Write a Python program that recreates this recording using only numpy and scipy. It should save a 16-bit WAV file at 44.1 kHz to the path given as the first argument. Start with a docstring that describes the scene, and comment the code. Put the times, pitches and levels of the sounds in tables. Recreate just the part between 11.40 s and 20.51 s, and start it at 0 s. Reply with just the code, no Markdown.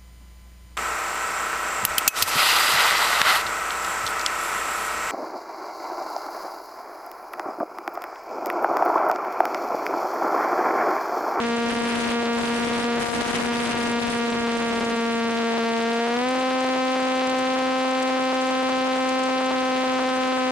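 """The two-blade propeller of an electric model plane buzzes in front of two microphones in its slipstream.
The stream presses both membranes against their limit; each blade wake sucks them across to the other limit
for a moment. Side gusts in the turn lower the pressure and stir eddies and whistling; rough air adds more.
Then the throttle opens and the buzz steps up. Shaped noise makes the eddies, vortices, whistle and hiss."""
import sys
import numpy as np
from scipy import signal
from scipy.fft import rfft, irfft, next_fast_len
from scipy.io import wavfile
from scipy.ndimage import map_coordinates

SR = 44100
rng = np.random.default_rng(int(sys.argv[2]) if len(sys.argv) > 2 else 0)


def pcm_store(signal):
    """Save signal as 16-bit PCM."""
    levels = np.round(np.clip(np.atleast_2d(signal), -1, 1) * 32767)
    wavfile.write(sys.argv[1], SR, levels.astype(np.int16).T)


def nominal_scale(level):
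    """Amplitude ratio for a level in decibels (scalar or array-like)."""
    x = np.asarray(level, float) / 20
    return 10 ** x


N = 401751

# usual blade wake, one row for the left port and one for the right: bow_push_limits, push_ms, front_ms,
# suction_limits, end_abruptness (exponent), late_sag_limits, delay_ms
BLADE_WAKE = [(3.2, 0.4, 0.096, 4.89, 3.8, 0.77, 0.02), (1.65, 0.11, .12, 4.91, 2.07, 1.68, -0.037)]


def curves(rows):
    """Breakpoints joined by straight lines: one value per sample for each column after the time."""
    s, *cols = np.transpose(rows)
    return [np.interp(np.arange(N) / SR, s, c) for c in cols]


def filtered(x, response):
    """x shaped by a complex response of frequency."""
    m = next_fast_len(N + 8192)
    return irfft(rfft(x, m) * response(np.fft.rfftfreq(m, 1 / SR)), m)[..., :N]


def noise(spectrum, alike):
    """Two coloured noises with a common part (alike 0-1), together scaled to rms 1."""
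    f, db = np.transpose(spectrum)
    white = rng.standard_normal((3, N))
    share = np.clip(alike, 0, 1)
    pair = np.sqrt(share) * white[0] + np.sqrt(1 - share) * white[1:]
    pair = filtered(pair, lambda hz: nominal_scale(np.interp(np.log(hz + 1), np.log(f), db)))
    return pair / pair.std()


def wobble(rate):
    """Two smooth random curves through rate random knots a second."""
    knots = rng.standard_normal((2, int(N * rate / SR) + 4))
    position = np.arange(N) * rate / SR
    return np.array([map_coordinates(k, [position]) for k in knots])


def spells(rows, edge_s):
    """Sum of trapezoids with ramps centred on start and end, one output per column after start and length."""
    start, length, *cols = np.transpose(rows)
    t = np.arange(N)[:, None] / SR
    inside = np.minimum(t - start, start + length - t)
    on = np.clip(inside / edge_s + .5, 0, 1)
    return np.array(cols) @ on.T


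def blade_clock(jitter_ms, own_ms):
    """Timing of the passing blades at each port: number of the last pass, ms since it, ms until the next."""
    # propeller speed: time_s, pass_rate_hz
    blade_rate = [(0.02, 233.5), (0.6, 234.9), (1.0, 234.3), (1.48, 236.4), (1.55, 235.2), (1.96, 236.7),
                  (2.74, 235.1), (3.39, 231.8), (4.39, 229.6), (4.62, 233.0), (4.72, 236.4), (4.87, 254.3),
                  (4.92, 257.6), (5.07, 258.6), (6.08, 258.9), (6.13, 259.6), (8.09, 259.6), (8.19, 258.4),
                  (8.97, 257.9), (9.05, 256.7)]
    stray_db = 5.5  # spread of the timing scatter
    turns = np.cumsum(curves(blade_rate)[0]) / SR  # blade passes so far
    whole = np.arange(int(turns[-1]) + 1)
    now = np.arange(N) * 1000 / SR
    luck = rng.standard_normal((len(whole), 4))
    luck = luck * nominal_scale(stray_db * luck[:, 3:])  # most wakes come on time, a few stray far
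    clocks = []
    for port, wake in enumerate(BLADE_WAKE):
        passes = np.interp(whole + .5, turns, now) + wake[-1]
        passes = passes + jitter_ms * luck[:, 0] + own_ms * luck[:, 1 + port]
        passes = np.r_[passes[0] - 4.3, passes, passes[-1] + 3.9]  # one more pass at either end
        k = np.clip(np.searchsorted(passes, now) - 1, 0, len(passes) - 2)
        since = np.maximum(now - passes[k], 0)
        until = np.maximum(passes[k + 1] - now, 0)
        clocks.append((k, since, until))
    return clocks


def vortex_rebound(port, since, size):
    """Push of a tip vortex that crosses the port just after the suction begins."""
    # usual rebound, left and right port: delay_ms, width_ms, push_limits, spread_db
    rebound_shape = [(0.42, 0.033, 0.11, 7), (0.33, 0.091, 0.47, 8.5)]
    delay_ms, width_ms, push, spread_db = rebound_shape[port]
    return push * nominal_scale(spread_db * size) * np.exp(-((since - delay_ms) / width_ms) ** 2)


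def shed_vortices():
    """Noise of small vortices tumbling in the wake, unsteady in level."""
    # relative spectrum: frequency_hz, density_db (per Hz)
    shed_spectrum = [(500, -6), (1500, -10), (3000, -10), (5500, -9), (8000, 0), (15000, -22)]
    return nominal_scale([[-13], [-6.5]] + 5.3 * wobble(110)) * noise(shed_spectrum, alike=0.069)


def edge_whistle(whistle_db):
    """Noise of air whistling across the port edge, with a flickering level."""
    # relative spectrum: frequency_hz, density_db (per Hz)
    whistle_spectrum = [(2000, 4), (5000, -4), (7500, -6), (9300, 6.5), (11000, -1), (15000, -48)]
    return nominal_scale(whistle_db + [[.8], [-3]] + 0.97 * wobble(90)) * noise(whistle_spectrum, alike=0.043)


def wakes(wake_ms, whistle_db):
    """A bow push, a sudden suction that holds and lets go, a rebound, vortices and a whistle at every pass."""
    # scatter of the wake length from pass to pass, left and right: scatter_db
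    uneven_length_db = [1, 0.82]
    vortices, whistle = shed_vortices(), edge_whistle(whistle_db)
    wavering = nominal_scale(0.46 * wobble(45))  # the wake length drifts over a few passes
    out = []
    for port, (k, since, until) in enumerate(blade_clock(jitter_ms=0.026, own_ms=0.018)):
        push, push_ms, front_ms, suction, abrupt, sag, _ = BLADE_WAKE[port]
        size = rng.standard_normal((k[-1] + 1, 4))[k].T  # new at every pass
        front = np.exp(-(since / (front_ms * nominal_scale(1.19 * size[2]))) ** 2)
        bow = push * (np.exp(-(until / push_ms) ** 2) + front)
        length = wake_ms[port] * wavering[port] * nominal_scale(uneven_length_db[port] * size[1])
        trough = suction * nominal_scale(0.52 * size[0]) * np.exp(-(since / length) ** abrupt)
        lingering = 0.54 * np.exp(-since / 0.69)  # the last of the suction drains slowly
        fading = sag * (since / (since + until)) ** 3  # pressure sags until the next blade arrives
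        stirred = np.exp(-since / 0.82) + np.exp(-until / 0.03)
        fine = np.exp(-since / 0.74) * vortices[port] + stirred * whistle[port]
        rebound = vortex_rebound(port, since, size[3])
        out.append(bow - (trough + lingering) * (1 - front) - fading + rebound + fine)
    return np.array(out)


def eddies(eddy_db):
    """Lumpy noise of eddies carried past the ports; the left port is more sheltered."""
    # relative spectrum: frequency_hz, density_db (per Hz)
    eddy_spectrum = [(20, 16.5), (100, 6.5), (300, -2.5), (800, -14), (2000, -19.5), (5000, -31.5),
                     (9000, -24), (15000, -45)]
    lumps = nominal_scale(2.5 * wobble(14))
    return nominal_scale(eddy_db + [[-5], [-2.5]]) * lumps * noise(eddy_spectrum, alike=0.38)


def rough_air():
    """Strength of the patches of rough air, which comes and goes within a patch."""
    # patches: start_s, length_s, usual_strength (0-1)
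    rough_patches = [(0.26, 0.14, 0.4), (0.42, 0.32, 0.58), (0.96, 0.49, 0.63), (1.76, 0.046, 0.66),
                     (1.96, 0.122, 0.6), (2.12, 0.41, 0.58), (2.6, 0.18, .45), (3.39, 0.047, 0.44),
                     (4.22, 0.016, 0.3), (4.565, 0.013, 0.3), (3.81, 0.024, 0), (5.63, 0.036, 0),
                     (9.04, 0.042, 0.2)]
    return spells(rough_patches, edge_s=0.048) * nominal_scale(1.2 * wobble(9.1)[:1])


def side_gusts():
    """Pressure lost, left and right, as side gusts tear the slipstream off the ports."""
    # gusts, adding up where they overlap: start_s, length_s, left_loss_limits, right_loss_limits
    gust_spells = [(1.6, 0.16, 2.6, 2.0), (1.638, 0.12, 2.1, 1.3), (1.812, 0.15, 2.4, 1.9),
                   (1.812, 0.12, 2.1, 1.3)]
    return spells(gust_spells, edge_s=0.018)


def scene():
    """Pressure at the two ports, in membrane limits: steady slipstream, drift, eddies and blade wakes."""
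    # the turn ends, the climb slows the plane, the throttle opens; before rough air, gusts and scatter:
    # time_s, left_wake_ms, right_wake_ms, eddy_db (before the trim of each port)
    slipstream = [(0.0, 1.7, 2.3, -3), (0.8, 1.64, 2.0, -2), (1.55, 1.5, 2.08, -0.5), (2.9, 1.95, 2.26, 0),
                  (3.5, 1.76, 1.97, 2), (3.9, 1.7, 2.7, -20), (4.15, 1.1, 2.05, -18), (4.5, 1.1, 2.05, -7),
                  (4.65, 1.07, 0.98, -7), (4.8, 1.1, 2, -10), (5.0, 0.84, 1.57, -8), (5.5, 0.86, 1.54, -15),
                  (9.11, 0.77, 1.59, -5)]
    left_ms, right_ms, eddy_db = curves(slipstream)
    rough, torn = rough_air(), side_gusts()
    gusty = np.clip(torn[1], 0, 1)

    # steady pressure in limits, left and right; the left one gains 0.84 limits per ms of wake
    pressure = [[2.35], [2.69]] + [[0.84], [0]] * left_ms
    pressure = pressure - [[0.37], [1.54]] * rough - torn
    wake_ms = np.array([left_ms, right_ms]) + [[0.91], [-0.57]] * rough + [[0.026], [-0.62]] * gusty
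    eddy_db = eddy_db + 10.5 * rough + 6.5 * gusty
    whistle_db = -5.5 + 18.5 * rough[0] + 19 * gusty
    drift = 0.2 * wobble(25)
    return pressure + drift + eddies(eddy_db) + wakes(wake_ms, whistle_db)


def membranes(pressure):
    """The membranes saturate, softly under pressure and hard under suction."""
    knee = np.where(pressure > 0, 1.8, 8)
    yielding = 0.018 * np.tanh(np.minimum(pressure, 0) / 2)  # the suction limit gives a little
    clipped = pressure / (1 + np.abs(pressure) ** knee) ** (1 / knee) + yielding
    return clipped - 1  # the pressed-in limit becomes zero


def preamp_hiss():
    """Rumble and hiss of the overdriven preamplifier, unsteady in level."""
    # relative spectrum: frequency_hz, density_db (per Hz)
    hiss_spectrum = [(20, 7), (60, 12), (300, -22), (1500, -63), (4000, -0.5), (9000, -4), (12000, 1),
                     (15000, -24)]
    return nominal_scale(-29.5 + 1.9 * wobble(30)) * noise(hiss_spectrum, alike=0.09)


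def port_and_coupling(x):
    """The port cavity resonates broadly and rolls off; a coupling capacitor lets each step decay."""
    # port cavity: resonance_hz, width_hz, rolloff_hz
    port_cavity = (7110, 9070, 7900)
    peak_hz, width_hz, top_hz = port_cavity

    def response(hz):
        coupling = 1j * hz / (590 + 1j * hz) * 1j * hz / (15 + 1j * hz)
        resonance = peak_hz ** 2 / (peak_hz ** 2 - hz ** 2 + 1j * hz * width_hz)
        return coupling * resonance / (1 + 1j * hz / top_hz) ** 2

    return filtered(x, response)


def top_cut(x):
    """Nothing passes above the cut-off."""
    return signal.sosfilt(signal.butter(12, 15290, fs=SR, output="sos"), x)


def record(dry):
    """Pressure becomes sound: saturating membranes, preamplifier noise, port and coupling, then level."""
    # half the swing between the two limits, ahead of port and coupling, left and right: level_db
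    half_swing_db = [
        [-14.5],
        [-15],
    ]
    noisy = membranes(dry) + preamp_hiss()
    mix = nominal_scale(half_swing_db) * port_and_coupling(noisy)
    return top_cut(mix)


dry = scene()
out = record(dry)
pcm_store(out)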